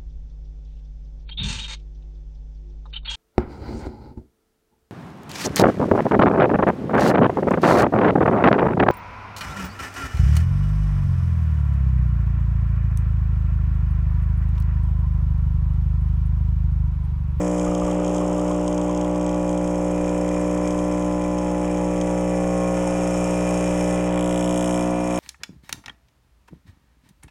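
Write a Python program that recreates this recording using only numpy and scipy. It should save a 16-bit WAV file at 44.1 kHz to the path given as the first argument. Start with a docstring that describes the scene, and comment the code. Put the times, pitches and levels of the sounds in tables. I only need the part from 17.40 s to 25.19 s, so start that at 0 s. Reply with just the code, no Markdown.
"""A quiet kitchen, where an espresso machine pulls a shot into a glass, heard close up.
The vibratory pump strokes once per mains cycle: its plunger knocks drone through the case and set
the panels and the steel drip tray chattering. Air in the water makes the spout spit, gurgle and
sizzle, and a few soft, low bumps pass underneath. Late on the valve strikes bare metal and the
buzz turns harsh."""
import sys
import numpy as np
from scipy import signal
from scipy.fft import rfft, irfft, next_fast_len
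from scipy.io import wavfile
from scipy.ndimage import map_coordinates

SR = 44100
rng = np.random.default_rng(int(sys.argv[2]) if len(sys.argv) > 2 else 0)


def generate_wav(signal):
    """Clip the signal to [-1, 1] and save it as 16-bit WAV at the path in sys.argv[1]."""
    frames = np.transpose(np.atleast_2d(signal))
    scaled = np.clip(frames, -1, 1) * 32767
    pcm = np.round(scaled).astype(np.int16)
    wavfile.write(sys.argv[1], SR, pcm)


N = 343539

# room tone: (frequency [Hz], relative level [dB])
ROOM_EQ = [(8, -3), (25, 0.5), (45, -27), (100, -15), (300, -13), (1500, -43), (5000, -40), (15000, -56)]
# plunger knocks and rebounds in one stroke: (time [ms], strength [0-1], contact time [ms])
KNOCKS = [(2.1, .36, .22), (3.4, .45, .35), (5.2, .85, .27), (9.0, .95, .38), (10.5, .25, .35),
          (15.9, .7, .47)]
# the drone under a firm, an easing and a slack load: (harmonic [x mains], relative level [dB])
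FIRM_DRONE = [(1, -6), (2, -11.5), (3, 2), (4, -14), (5, 2.5), (6, -8), (7, -15), (8, -5.5), (9, -2),
              (10, -4), (11, -21), (12, -11), (13, -19.5), (14, -12), (15, -25.5), (16, -15), (17, -13),
              (18, -68.5), (19, -22), (20, -51), (21, -32), (22, -49), (23, -32), (24, -30.5)]
EASING_DRONE = [(1, -5), (2, -8), (3, 4.5), (4, -22), (5, 1), (6, -8.5), (7, -7), (8, -5.5), (9, 0.5),
                (10, -2.5), (11, -6.5), (12, -12.5), (13, -9), (14, -18), (15, -50), (16, -14), (17, -31.5),
                (18, -9), (19, -18), (20, -43), (21, -26), (22, -99), (23, -46.5), (24, -21.5)]
SLACK_DRONE = [(1, -8.5), (2, -9), (3, 2.5), (4, -5), (5, 2.5), (6, -6.5), (7, -13), (8, -9), (9, 1),
               (10, -10.5), (11, -4.5), (12, -5.5), (13, -14.5), (14, -46), (15, -11.5), (16, -11.5),
               (17, -10), (18, -26), (19, -16), (20, -35), (21, -29), (22, -36), (23, -19.5), (24, -22)]
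# the pump's load letting go: (time [s], ease [0 firm, 1 easing, 2 and up slack])
LOAD_EASE = [(0, 0.33), (4.2, 0), (5.2, 0.97), (5.5, 1.4), (6.4, 0.82), (7.0, 1.7), (7.5, 2), (7.79, 4)]
# air passing with the water: (start [s], end [s], strength [0-1])
GUSHES = [(.2, 1.1, 0.6), (1.3, 1.6, 0.26), (3.95, 4.9, 0.18), (5.3, 5.95, 0.93), (6.1, 6.6, 0.53),
          (6.85, 7.4, 0.4)]
# the hose shuddering: (start [s], end [s], level [dB])
SHUDDERS = [(0.44, 1.047, -38.5), (2.297, 3.4, -41.5), (3.95, 4.448, -51), (5.25, 5.513, -51)]
# rattle of the loose parts: (time [s], relative panel level [dB], relative tray level [dB])
RATTLE_LEVELS = [(0.0, -45, -42.5), (0.28, -48, -45.5), (0.39, -66, -48), (0.5, -44, -44.5),
                 (0.59, -55, -51.5), (0.67, -59, -46), (1.78, -50.5, -49.5), (3.01, -44.5, -45.5),
                 (3.9, -46, -48), (6.49, -41.5, -39), (6.75, -41, -48), (6.9, -43.5, -39.5),
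                 (7.35, -43.5, -36.5), (7.55, -45, -47.5), (7.79, -42, -38)]
# a thin steel plate singing along: (time [s], relative level [dB])
PLATE_LEVELS = [(0.0, -59), (0.82, -52), (0.89, -66), (1.78, -61), (1.84, -53), (2.45, -58), (2.58, -50),
                (3.14, -53.5), (5.1, -50), (6.12, -41), (7.12, -49), (7.79, -43.5)]
# the valve hitting bare metal: (start [s], end [s], strength [0-1])
HARD_SPELLS = [(6.15, 6.6, .25), (6.66, 7.39, 0.89), (7.66, 7.79, .85)]
# resonances of each part: (frequency [Hz], width [Hz], relative level [dB])
HOSE_MODES = [(401, 52, 4.5), (790, 110, -6.5), (978, 160, -5), (1380, 98, -14.5)]
PANEL_MODES = [(1460, 100, -3), (1727, 107, -5), (1990, 115, -3), (2330, 31, 0.5), (2420, 44, -1.5)]
PLATE_MODES = [(2390, 57, 8), (5450, 11, -4.5)]
VALVE_MODES = [(3000, 370, -4.5), (3374, 130, 1.5), (3760, 310, -4)]
TRAY_MODES = [(5397, 29, 8), (5570, 160, -2), (6516, 123, 1.5), (7020, 55, -4), (7620, 43, -11),
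              (7700, 140, -2), (8680, 68, -0.5), (9016, 23, -1), (9125, 140, -4.5), (10420, 78, -8),
              (10740, 80, -14.5), (13170, 280, -14.5)]
GLASS_MODES = [(3170, 160, -1), (6510, 134, 1.5)]
# tone of the squirts, hard valve hits, tray rattle and spray: (frequency [Hz], relative level [dB])
SQUIRT_EQ = [(60, -6.5), (200, -8.5), (400, -2), (650, 2.5), (850, 7), (1050, -1), (1300, -2.5),
             (1600, -11), (3000, -10.5), (6000, -51.5)]
HARD_VALVE_EQ = [(3500, -25), (5000, -31), (5450, 5), (6000, -10), (6500, -6), (7700, 6), (9000, -9),
                 (9900, -24), (10370, 4), (11000, -36), (12600, -20), (13150, -13), (15000, -43)]
TRAY_EQ = [(2590, -68.5), (4400, -18), (5160, -10), (5410, -5), (5970, -3.5), (6480, 3), (7570, 2.5),
           (8220, -5), (8920, -14.5), (9840, -8.5), (10600, -17), (11300, -16), (12100, -27), (13300, -30),
           (15100, -35)]
SPRAY_EQ = [(2000, -42), (4000, -21), (5200, 1), (6500, 2), (8000, 3), (10000, -17), (13000, -36),
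            (15000, -26)]
# the loudest spits at the spout: (time [s], relative level [dB])
SPITS = [(0.1141, -33), (0.196, -23), (0.3501, -21), (0.5133, -24), (0.679, -23.5), (0.7597, -29),
         (0.782, -22), (0.9951, -27), (1.0799, -34), (1.279, -19), (1.4147, -27), (1.495, -28),
         (1.6466, -26), (1.8926, -25.5), (2.89, -24), (3.9853, -27), (4.6129, -18.5)]
# the largest bubbles: (time [s], level [dB])
BLIPS = [(0.2664, -23.5), (0.317, -25), (0.4188, -22), (0.4788, -24), (0.811, -24), (1.1077, -22.5),
         (1.278, -27), (1.4947, -25), (1.646, -22), (1.7596, -26)]
# soft bumps of a hand: (time [s], relative level [dB])
BUMPS = [(.23, -29), (.29, -23), (0.438, -26), (4.55, -34)]

MAINS_HZ = 60.0158
# chatter within a stroke: (under a firm load, change as it eases, change with hard valve hits)
PUSH_MS = (12.5, -3.5, 2.3)
RETURN_MS = (4.0, -2.9, .1)
RETURN_SHARE = (.15, 0.21, -0.24)


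def amp(db):
    """Decibels to gain."""
    return 10 ** (np.asarray(db) / 20)


def unit(x):
    """Scaled to rms 1."""
    return x / np.sqrt(np.mean(x ** 2) + 1e-20)


def curves(rows, at=None):
    """An envelope for each column after the time, per sample or at given times."""
    times, *columns = np.transpose(rows)
    return [np.interp(np.arange(N) / SR if at is None else at, times, column) for column in columns]


def spells(rows, attack_s, release_s, at=None):
    """Each (start, end, size) rises, holds and dies away; per sample or at given times."""
    t = np.arange(N) / SR if at is None else at
    return sum(size * np.clip((t - start) / attack_s, 0, 1) * np.exp(-np.maximum(t - end, 0) / release_s)
               for start, end, size in rows)


def wobble(rate):
    """A smooth random curve, rate knots a second."""
    knots = rng.standard_normal(int(N * rate / SR) + 4)
    coarse = np.arange(0, N, 64)
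    return np.interp(np.arange(N), coarse, map_coordinates(knots, [coarse * rate / SR]))


def filtered(x, response):
    """x through a complex frequency response."""
    size = 2 * next_fast_len(N // 2 + SR // 4)
    return irfft(rfft(x, size) * response(np.fft.rfftfreq(size, 1 / SR)), size)[:N]


def eq(x, points):
    """x through a minimum-phase EQ curve."""
    point_hz, db = np.transpose(points)

    def response(hz):
        gain = amp(np.interp(np.log(hz + 1), np.log(point_hz), db))
        cepstrum = irfft(np.log(gain))
        cepstrum[1:len(hz) - 1] *= 2
        cepstrum[len(hz):] = 0
        return np.exp(rfft(cepstrum))
    return filtered(x, response)


def ringing(x, modes):
    """x through a bank of resonators of alternating polarity."""
    def response(f):
        return sum((-1) ** k * amp(db) * 1j * f * width / (hz * hz - f * f + 1j * f * width)
                   for k, (hz, width, db) in enumerate(modes))
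    return filtered(x, response)


def band(x, low_hz, high_hz, order=6):
    """Steep band-pass."""
    return filtered(x, lambda f: 1 / (1 + (low_hz / (f + 1)) ** order) / (1 + (f / high_hz) ** order))


def impulses(times, sizes):
    """Single blows at the given moments."""
    at = np.round(times * SR).astype(int)
    inside = (at >= 0) & (at < N)
    return np.bincount(at[inside], sizes[inside], N)


def bursts(blows, life_ms):
    """Every blow becomes a short burst of noise."""
    t = np.arange(SR // 20) / SR
    power = signal.fftconvolve(blows ** 2, np.exp(-2000 * t / life_ms))[:N]
    return np.sqrt(np.abs(power)) * rng.standard_normal(N)


def strokes():
    """Start time of every pump stroke."""
    return np.arange(int(N / SR * MAINS_HZ) + 1) / MAINS_HZ


def air(at=None):
    """How much air the water carries, 0-1."""
    return spells(GUSHES, attack_s=.083, release_s=.34, at=at)


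def hardness(at=None):
    """How hard the valve strikes, 0-1."""
    return spells(HARD_SPELLS, attack_s=.15, release_s=.05, at=at)


def per_stroke(rule):
    """A value for each stroke that follows the load and the valve."""
    firm, eased, hard = rule
    start = strokes()
    return firm + eased * np.tanh(1.5 * curves(LOAD_EASE, start)[0]) + hard * hardness(start)


def room_tone(level_db=-44.5):
    """A bed of quiet kitchen air, mostly low rumble."""
    return amp(level_db) * unit(eq(rng.standard_normal(N), ROOM_EQ))


def pump_drone(level_db=-21, db_per_ease=-.5, hard_lift_db=1, nasal_hz=990, strain_hz=1220):
    """The knocks set the phases of the mains harmonics; the case and the load set their strength."""
    t = np.arange(N) / SR
    ease, = curves(LOAD_EASE)
    hard = hardness()
    nasal_db = 1.5 - 7 * air()  # the case honks; air in the water cushions it
    crossfade = np.maximum(0, 1 - np.abs(np.clip(ease, 0, 2) - np.arange(3)[:, None]))
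    knock_ms, strength, contact_ms = np.transpose(KNOCKS)
    phase = 2 * np.pi * MAINS_HZ * (t + 1e-5 * wobble(40))
    hum = np.zeros(N)
    for (k, firm_db), (_, easing_db), (_, slack_db) in zip(FIRM_DRONE, EASING_DRONE, SLACK_DRONE):
        hz = k * MAINS_HZ
        rad_per_ms = 2 * np.pi * hz / 1000
        reach = strength * np.exp(-(rad_per_ms * contact_ms) ** 2 / 2)  # soft contacts lack top end
        lag = np.angle(np.sum(reach * np.exp(1j * rad_per_ms * knock_ms)))
        harmonic_db = np.array([firm_db, easing_db, slack_db]) @ crossfade
        harmonic_db += nasal_db * np.exp(-((hz - nasal_hz) / 250) ** 2)
        harmonic_db += 3 * hard * np.exp(-((hz - strain_hz) / 300) ** 2)
        drift_db = k * wobble(1.52) / 10 + 0.45 * wobble(25)  # high harmonics waver most
        hum += amp(harmonic_db + drift_db) * np.cos(k * phase - lag)
    return amp(level_db + db_per_ease * ease + hard_lift_db * hard) * unit(hum)


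def hose(rest_db=-54.5, slosh_db=-41):
    """Odd and even strokes load the hose differently: it shudders at half rate. Airy water sloshes."""
    start = strokes()
    swells = [(begin, end, amp(db)) for begin, end, db in SHUDDERS]
    envelope = amp(rest_db) + spells(swells, attack_s=.14, release_s=.17)
    size = (-1) ** np.arange(len(start)) * amp(1.2 * rng.standard_normal(len(start)))
    shudder = unit(band(ringing(impulses(start + .002476, size), HOSE_MODES), 250, 1600))
    slosh = unit(band(ringing(rng.standard_normal(N), HOSE_MODES[:1]), 360, 470))
    return envelope * shudder + amp(slosh_db) * air() * slosh


def squirts(calm_db=-44, gush_db=-37):
    """Each stroke forces a turbulent squirt, louder when the water carries air."""
    start = strokes()
    turbulence = bursts(impulses(start + .0022, np.ones(len(start))), life_ms=53)
    envelope = np.hypot(amp(calm_db), amp(gush_db) * np.sqrt(air()))
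    return envelope * unit(eq(turbulence, SQUIRT_EQ))


def chatter(gap_ms, scatter_ms, uneven_db, limp_db, loss_db=2, count=3):
    """A loose part is thrown at the push and the return of each stroke and bounces a few times."""
    start = strokes()
    share = np.clip(per_stroke(RETURN_SHARE), 0, 1)
    bounce = np.arange(count)
    alternate = (-1) ** np.arange(len(start))[:, None]
    blows = np.zeros(N)
    for first_ms, power in ((per_stroke(PUSH_MS), 1 - share), (per_stroke(RETURN_MS), share)):
        late, size = rng.standard_normal((2, len(start), count))
        delay_ms = first_ms[:, None] + gap_ms * bounce + scatter_ms * late
        hit_db = uneven_db * size + limp_db * alternate - loss_db * bounce
        blows += impulses(start[:, None] + delay_ms / 1000, np.sqrt(power)[:, None] * amp(hit_db))
    return blows


def panels(trim_db=-1, body_db=1, plate_trim_db=-2):
    """Loose side panels buzz over a dull body, and one thin plate rings on."""
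    blows = chatter(gap_ms=2.3, scatter_ms=.03, uneven_db=1.8, limp_db=1.0)
    contact = unit(blows) + .6 * unit(bursts(blows, life_ms=3))
    buzz = unit(band(ringing(contact, PANEL_MODES), 1500, 3030))
    body = amp(body_db) * unit(band(blows, 700, 1200))
    plate = unit(band(ringing(unit(blows), PLATE_MODES), 2400, 6300))
    panel_gain = amp(curves(RATTLE_LEVELS)[0] + trim_db)
    plate_gain = amp(curves(PLATE_LEVELS)[0] + plate_trim_db)
    return panel_gain * (buzz + body) + plate_gain * plate


def sheet_metal(blows, life_ms):
    """Dense, quickly dying modes: the same ring for every blow."""
    t = np.arange(SR // 25) / SR
    tail = rng.standard_normal(len(t)) * np.exp(-1000 * t / life_ms)
    return unit(signal.fftconvolve(blows, tail)[:N])


def valve(soft_trim_db=-15, hard_db=-46, edge_db=-43):
    """One even clack per stroke, dull at first, hard and metallic near the end."""
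    start, hard = strokes(), hardness()
    late, size = rng.standard_normal((2, len(start)))
    blows = impulses(start + (per_stroke(PUSH_MS) + .008 * late) / 1000, amp(.7 * size))
    clack = unit(blows) + .3 * unit(bursts(blows, life_ms=2.5))
    dull = unit(band(ringing(clack, VALVE_MODES), 2340, 3450, order=12))
    bright = unit(eq(clack + .8 * sheet_metal(blows, life_ms=1.5), HARD_VALVE_EQ))
    dull_gain = amp(curves(RATTLE_LEVELS)[0] + soft_trim_db) + amp(hard_db) * hard
    return dull_gain * dull + amp(edge_db) * hard * bright


def drip_tray(ring_db=-7.5, ring_db_per_s=1.25, duck_db=4):
    """The steel grate chatters: tiny bright contacts that ring its modes more as the shot goes on."""
    blows = chatter(gap_ms=2.1, scatter_ms=.04, uneven_db=2.1, limp_db=1.13)
    grit = sheet_metal(blows, life_ms=5.4) + 0.9 * unit(bursts(blows, life_ms=2.3))
    rattle = unit(eq(grit, TRAY_EQ))
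    contact = unit(blows) + unit(bursts(blows, life_ms=1))
    ring = unit(band(ringing(contact, TRAY_MODES), 5230, 13300, order=12))
    ring_gain = amp(ring_db + ring_db_per_s * np.arange(N) / SR)
    envelope = amp(curves(RATTLE_LEVELS)[1] - duck_db * hardness())  # ducks under hard valve hits
    return envelope * (rattle + ring_gain * ring) / np.hypot(1, ring_gain)


def bubble_pitch(when, settled_hz=938.5, extra_hz=356, settle_s=.915):
    """Bubbles start high and settle in pitch as the glass fills."""
    return settled_hz + extra_hz * np.exp(-when / settle_s)


def bubbles(when, db, hz, life_ms):
    """Each bubble is a short ring that rises in pitch."""
    t = np.arange(SR // 20) / SR
    envelope = np.exp(-1000 * t / life_ms) * (1 - np.exp(-t / .0007))
    ring = envelope * np.sin(2 * np.pi * hz[:, None] * t * (1 + 0.96 * t))
    at = (when * SR).astype(int)[:, None] + np.arange(len(t))
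    return np.bincount(at.ravel(), (amp(db)[:, None] * ring).ravel(), N)[:N]


def gurgle(count=600, calm_db=-53, gush_lift_db=13, spread_db=11):
    """Small bubbles swell with the air in the water; a few larger blips pop early in the shot."""
    position, pitch, size = rng.random((count, 3)).T
    when = position * N / SR
    level_db = calm_db + gush_lift_db * np.sqrt(air(when)) + spread_db * size
    small = bubbles(when, level_db, bubble_pitch(when) * np.exp(.35 * (pitch - .5)), life_ms=8.3)
    blip_s, blip_db = np.transpose(BLIPS)
    return small + bubbles(blip_s, blip_db, bubble_pitch(blip_s), life_ms=6.5)


def spits(tick_trim_db=-5, ring_trim_db=26, spread_db=8, fade_from_s=3, fade_db_per_s=2):
    """Air pockets burst in sharp ticks and drips ring the glass: a few loud, over a fine sputter."""
    spit_s, spit_db = np.transpose(SPITS)
    start = strokes()
    late, size = rng.standard_normal((2, len(start)))
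    sputter_db = -33 - fade_db_per_s * np.maximum(start - fade_from_s, 0)
    delay_ms = 16.5 - 2.5 * start + 1.3 * late  # the sputter creeps earlier in the stroke
    sputter = impulses(start + delay_ms / 1000, amp(sputter_db + spread_db * np.tanh(size - 1)))
    pops = impulses(spit_s, amp(spit_db + tick_trim_db)) + sputter
    drips = impulses(spit_s, amp(spit_db + ring_trim_db)) + amp(28.5) * sputter
    ticks = eq(bursts(pops, life_ms=1.9), SPRAY_EQ)
    glass = band(ringing(drips, GLASS_MODES), 2580, 7600)
    return ticks + glass


def sizzle(level_db=-54, growth_db_per_s=1.1):
    """Airy water sizzles at the spout in a puff per stroke, louder as the shot goes on."""
    start = strokes()
    puffs = bursts(impulses(start + per_stroke(PUSH_MS) / 1000, np.ones(len(start))), life_ms=11)
    envelope = amp(level_db + growth_db_per_s * np.arange(N) / SR) * air()
    return envelope * unit(eq(puffs, SPRAY_EQ))


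def hand_bumps(trim_db=23.5):
    """Soft bumps of a hand land as short sub-bass thuds."""
    times, db = np.transpose(BUMPS)
    return band(bursts(impulses(times, amp(db + trim_db)), life_ms=19), 12, 78, order=3)


def scene():
    """Machine, spout and kitchen in one mono mix, the same on both channels."""
    machine = pump_drone() + hose() + squirts() + panels() + valve() + drip_tray()
    spout = gurgle() + spits() + sizzle()
    mix = machine + spout + hand_bumps() + room_tone()
    return np.array([mix, mix])


def record(dry, notch_hz=4213, notch_width_hz=600, top_hz=15100):
    """Master EQ: a deep notch in the treble and a brick-wall high cut."""
    def response(f):
        notch = (notch_hz ** 2 - f * f) / (notch_hz ** 2 - f * f + 1j * f * notch_width_hz)
        return notch * (f < top_hz)
    return np.array([filtered(channel, response) for channel in dry])


dry = scene()
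out = record(dry)
generate_wav(out)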